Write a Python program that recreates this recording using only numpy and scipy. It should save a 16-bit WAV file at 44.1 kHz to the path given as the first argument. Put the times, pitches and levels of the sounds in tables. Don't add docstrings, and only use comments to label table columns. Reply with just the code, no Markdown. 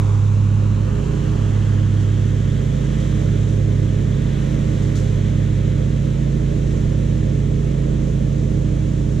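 import sys
import numpy as np
from scipy import signal
from scipy.fft import rfft, irfft
from scipy.io import wavfile
from scipy.ndimage import uniform_filter1d

SR = 44100
rng = np.random.default_rng(int(sys.argv[2]) if len(sys.argv) > 2 else 0)


def undo_db(level):
    steps = np.asarray(level, float) / 20
    return 10 ** steps


def to_wav(s):
    ch = np.atleast_2d(s).T
    pcm = np.round(np.clip(ch, -1, 1) * 32767)
    wavfile.write(sys.argv[1], SR, pcm.astype(np.int16))


N = 405719
T = np.arange(N) / SR
HZ = np.maximum(np.arange(N // 2 + 1) * SR / N, 1)

# (time [s], four-stroke cycle rate [Hz])
ENGINE_SPEED = [(0, 27.37), (.4, 27.41), (1.35, 27.82), (1.8, 27.37), (2.4, 27.16), (2.75, 27.33),
                (3.05, 27.68), (3.4, 27.83), (4.3, 27.41), (4.95, 27.53), (5.95, 27.38), (6.25, 27.6),
                (6.7, 27.7), (7.4, 27.72), (8.0, 27.6), (8.35, 27.38), (8.75, 27.44), (9.2, 27.28)]
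# (multiple [1], level against its side's level [dB])
ENGINE_MULTIPLES = [(1, -15), (2, -0.5), (3, -15.5), (4, -14.5), (5, 0), (6, -6), (7, -18.5), (8, -10),
                    (9, -20.5), (10, -18.5), (11, -21.5), (12, -27.5), (13, -24), (14, -25), (15, -25.5),
                    (16, -27), (18, -32.5), (19, -25.5), (22, -28.5), (24, -31.5)]
CRANK_DB, EXHAUST_DB = -22, -20
CRANK_DB_PER_HZ = 3.5
CRANK_DB_PER_S = .2
EXHAUST_HIDDEN_DB, EXHAUST_TURN_S = -3, 1.9

# (time [s], slow blade lag [turns], middle blade lag [turns])
BELT_SLIP = [(0, -.261, .076), (.92, .388, .206), (1.84, .983, .341), (2.76, 1.425, .578),
             (3.68, 2.011, .77), (4.6, 2.589, .946), (5.52, 3.08, 1.122), (6.44, 3.569, 1.302),
             (7.36, 4.124, 1.427), (8.28, 4.676, 1.561), (9.2, 5.242, 1.694)]
# (multiple [1], slow blade level [dB], middle blade level [dB],
# fast blade level [dB], change [dB/s])
BLADE_TONES = [(1, -17.5, -40.5, -16, -1.1), (2, -33.5, -29, -42.5, -0.97), (3, -40.5, -36, -46.5, -0.0455),
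               (4, -49.5, -38.5, -45, -0.47), (5, -53, -51.5, -43, -0.35)]
# (slow blade [dB/s], middle blade [dB/s], fast blade [dB/s])
BLADE_TURN_DB_PER_S = (-0.67, 0.59, 0)
BLADE_PER_CYCLE, WHINE_PER_CYCLE = 3.7455, 20.13

# (frequency [Hz], density [dB per Hz])
RUMBLE_COLOUR = [(20, -54), (42, -54), (90, -52), (160, -50), (300, -55), (450, -57), (600, -60.5),
                 (750, -75), (1000, -84), (2000, -110)]
RUMBLE_DB_PER_HZ = 4

# (time [s], chute roar [dB], clippings [dB], fan [dB])
NOISE_LEVELS = [(0, -32, -49, -1), (.9, -36.5, -52.5, -2), (1.6, -34.5, -49.5, 1), (2.6, -42.5, -51, -0.5),
                (3.2, -40, -49, 1.5), (4.0, -42.5, -51.5, -0.5), (4.8, -42, -50, 1),
                (6.3, -45.5, -52.5, -2.5), (6.8, -44, -50.5, -1.5), (7.6, -46.5, -52.5, -2.5),
                (9.2, -46, -52, -4.5)]
# (frequency [Hz], density [dB per Hz])
CHUTE_COLOUR = [(300, -104), (600, -78.5), (780, -70.5), (1100, -75.5), (1700, -86), (2500, -108)]
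# (frequency [Hz], density [dB per Hz])
FAN_COLOUR = [(400, -94.5), (900, -76), (1700, -76.5), (2400, -80), (3200, -78.5), (4000, -84.5),
              (4800, -94.5), (7000, -110), (10500, -110), (12300, -104), (15700, -117)]
# (frequency [Hz], density [dB per Hz])
CLIPPINGS_COLOUR = [(2000, -110), (3500, -89.5), (4800, -91), (6300, -83), (7750, -88), (8000, -93),
                    (9800, -98), (11000, -104), (12300, -106), (15700, -118)]
# (time [s], level over the tuft colour [dB], 60 dB decay time [s])
TUFTS = [(2.0, -0.5, .4), (3.0, 0, .3), (4.82, -1, 0.46), (4.954, 8, 0.45), (8.07, -1, .2)]
# (frequency [Hz], density [dB per Hz])
TUFT_COLOUR = [(2000, -105), (3500, -85), (4800, -88.5), (6300, -82.5), (7750, -87.5), (8200, -93),
               (11000, -101), (12300, -102), (15700, -116)]

ECHO_FAR_MS, ECHO_NEAR_MS, ECHO_SETTLE_S = 0.53, 0.85, 1.56
# (frequency [Hz], level [dB], phase lead [rad], likeness [0-1])
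PORTS = [(40, -2.5, -0.5, 0.9), (130, -4.5, -0.11, 1.0), (209, -6.5, 0.36, 0.95), (302, -9, 0.06, 0.99),
         (400, -14, 0.3, 1), (480, -14.5, 1.56, 0.94), (547, -12, 2, 1), (635, -8, 2, 1),
         (780, -9, 2.5, 0.8), (900, -12.5, 1.5, 0.72), (950, -4.5, 1.34, 0.73), (1300, -3, 1.24, 0.79),
         (1540, -4, 1.39, 0.83), (1760, 1.1, 1.26, 0.88), (2250, 2, 1.25, 0.7), (2750, -1, -0.54, 0.72),
         (3460, -2.5, 0.53, 0.9), (4170, 0, -0.4, 0.95), (5300, 0.8, 0.3, 0.38), (6360, -0.5, -0.2, 0.38),
         (7440, 4, 1, 0.14), (8140, 1.5, 2, 0), (9500, 1.5, -0.5, 0.05), (11900, 0, -2, 0.1)]


def curves(table):
    s, *columns = np.transpose(table)
    return [np.interp(T, s, c) for c in columns]


def across(table):
    hz, *columns = np.transpose(table)
    return [np.interp(np.log(HZ), np.log(hz), c) for c in columns]


def noise(colour):
    gain = undo_db(across(colour)[0]) * (HZ <= colour[-1][0])
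    white = rfft(rng.standard_normal(N))
    return irfft(white * gain * np.sqrt(SR / 2), N)


def walk(rate):
    hold = int(SR / rate)
    steps = np.repeat(rng.standard_normal(N // hold + 1), hold)
    smooth = uniform_filter1d(uniform_filter1d(steps, hold), hold)[:N]
    return smooth / smooth.std()


def tone(turns, db):
    return np.sqrt(2) * undo_db(db) * np.cos(2 * np.pi * turns)


def engine(cycle, crank_db, exhaust_db, waver_db=.25, smear_turns=.002):
    out = 0
    spread = -.118
    for k, db in ENGINE_MULTIPLES:
        side_db = crank_db if k <= 4 else exhaust_db
        level_db = db + side_db + waver_db * np.sqrt(k) * walk(6)
        turns = k * cycle + spread * k * k + smear_turns * k * walk(5)
        out = out + tone(turns, level_db)
    return out


def blades(cycle, slow_lag, middle_lag, flicker_db=0.34):
    turns = BLADE_PER_CYCLE * cycle + .012 * walk(3)
    lags = (slow_lag, middle_lag, 0)
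    out = 0
    for k, *levels_db, slope_db in BLADE_TONES:
        for lag, db, turn_db in zip(lags, levels_db, BLADE_TURN_DB_PER_S):
            level_db = db + (slope_db + turn_db) * T + flicker_db * (k - 1) * walk(3)
            out = out + tone(k * (turns - lag), level_db)
    return out


def whine(cycle, exhaust_db, under_db=23.5, flicker_db=2.5):
    return tone(WHINE_PER_CYCLE * cycle, exhaust_db - under_db + flicker_db * walk(3.5))


def rumble(cycle_hz, exhaust_db):
    speed_db = RUMBLE_DB_PER_HZ * (cycle_hz - cycle_hz.mean())
    gain = undo_db(exhaust_db - exhaust_db.mean() + speed_db + 0.7 * walk(5))
    return gain * noise(RUMBLE_COLOUR), noise(RUMBLE_COLOUR)


def chute(db, patchy_db=0.6):
    gain = undo_db(db - db.mean() + patchy_db * walk(8))
    return [gain * noise(CHUTE_COLOUR) for side in range(2)]


def fan(db, patchy_db=.5):
    return [noise(FAN_COLOUR) * undo_db(db - db.mean() + patchy_db * walk(6)) for side in range(2)]


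def clippings(db, patchy_db=0.15, grit_db=0.57):
    burst = 0
    for s, tuft_db, t60 in TUFTS:
        decay = undo_db(-60 * np.abs(T - s) / t60)
        burst = burst + undo_db(tuft_db) * (T > s) * decay
    gain = undo_db(db - db.mean() + patchy_db * walk(11) + grit_db * walk(300))
    return [gain * (noise(CLIPPINGS_COLOUR) + burst * noise(TUFT_COLOUR)) for side in range(2)]


def ground(x, echo_ms, share=0.35, fade_s=7.5):
    share = share * np.exp(-T / fade_s)
    echo = np.interp(T - echo_ms / 1000, T, x)
    return (x + share * echo) / np.sqrt(1 + share ** 2)


def through(x, response, size=1024):
    taps = np.roll(irfft(response, N), size)[:2 * size + 1] * np.hanning(2 * size + 1)
    padded = np.pad(x, size, "reflect", reflect_type="odd")
    return signal.fftconvolve(padded, taps, "valid")


def scene():
    chute_db, clip_db, fan_db = curves(NOISE_LEVELS)
    cycle_hz, = curves(ENGINE_SPEED)
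    cycle = np.cumsum(cycle_hz) / SR
    crank_speed_db = CRANK_DB_PER_HZ * (cycle_hz - cycle_hz.mean())
    crank_db = CRANK_DB + CRANK_DB_PER_S * (T - T.mean()) + crank_speed_db
    exhaust_db = EXHAUST_DB + EXHAUST_HIDDEN_DB * np.exp(-(T / EXHAUST_TURN_S) ** 2)
    echo_ms = ECHO_FAR_MS + (ECHO_NEAR_MS - ECHO_FAR_MS) * np.exp(-T / ECHO_SETTLE_S)

    tones = engine(cycle, crank_db, exhaust_db)
    tones = tones + blades(cycle, *curves(BELT_SLIP))
    tones = tones + whine(cycle, exhaust_db)
    low, low_scattered = rumble(cycle_hz, exhaust_db)
    roar, roar_scattered = chute(chute_db)
    wash, wash_scattered = fan(fan_db)
    hiss, hiss_scattered = clippings(clip_db)
    broad = ground(roar + wash, echo_ms) + hiss + low

    port_db, ahead, like = across(PORTS)
    like = np.clip(like, 0, 1)
    shadow = undo_db(port_db) * np.exp(1j * ahead)
    scattered = hiss_scattered + wash_scattered + roar_scattered + low_scattered
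    left = through(tones, shadow) + through(broad, shadow * like)
    left = left + through(scattered, shadow * np.sqrt(1 - like ** 2))
    return np.array([left, tones + broad])


def roll_off(x):
    return signal.sosfilt(signal.butter(12, 15720, fs=SR, output="sos"), x)


def record(dry):
    size = int(.11 * SR)
    power = uniform_filter1d(uniform_filter1d(dry.mean(0) ** 2, size), size)
    even = dry * (.14 ** 2 / power) ** 0.21
    rounded = even / (1 + (even / .8) ** 4) ** .25
    return roll_off(rounded)


dry = scene()
out = record(dry)
to_wav(out)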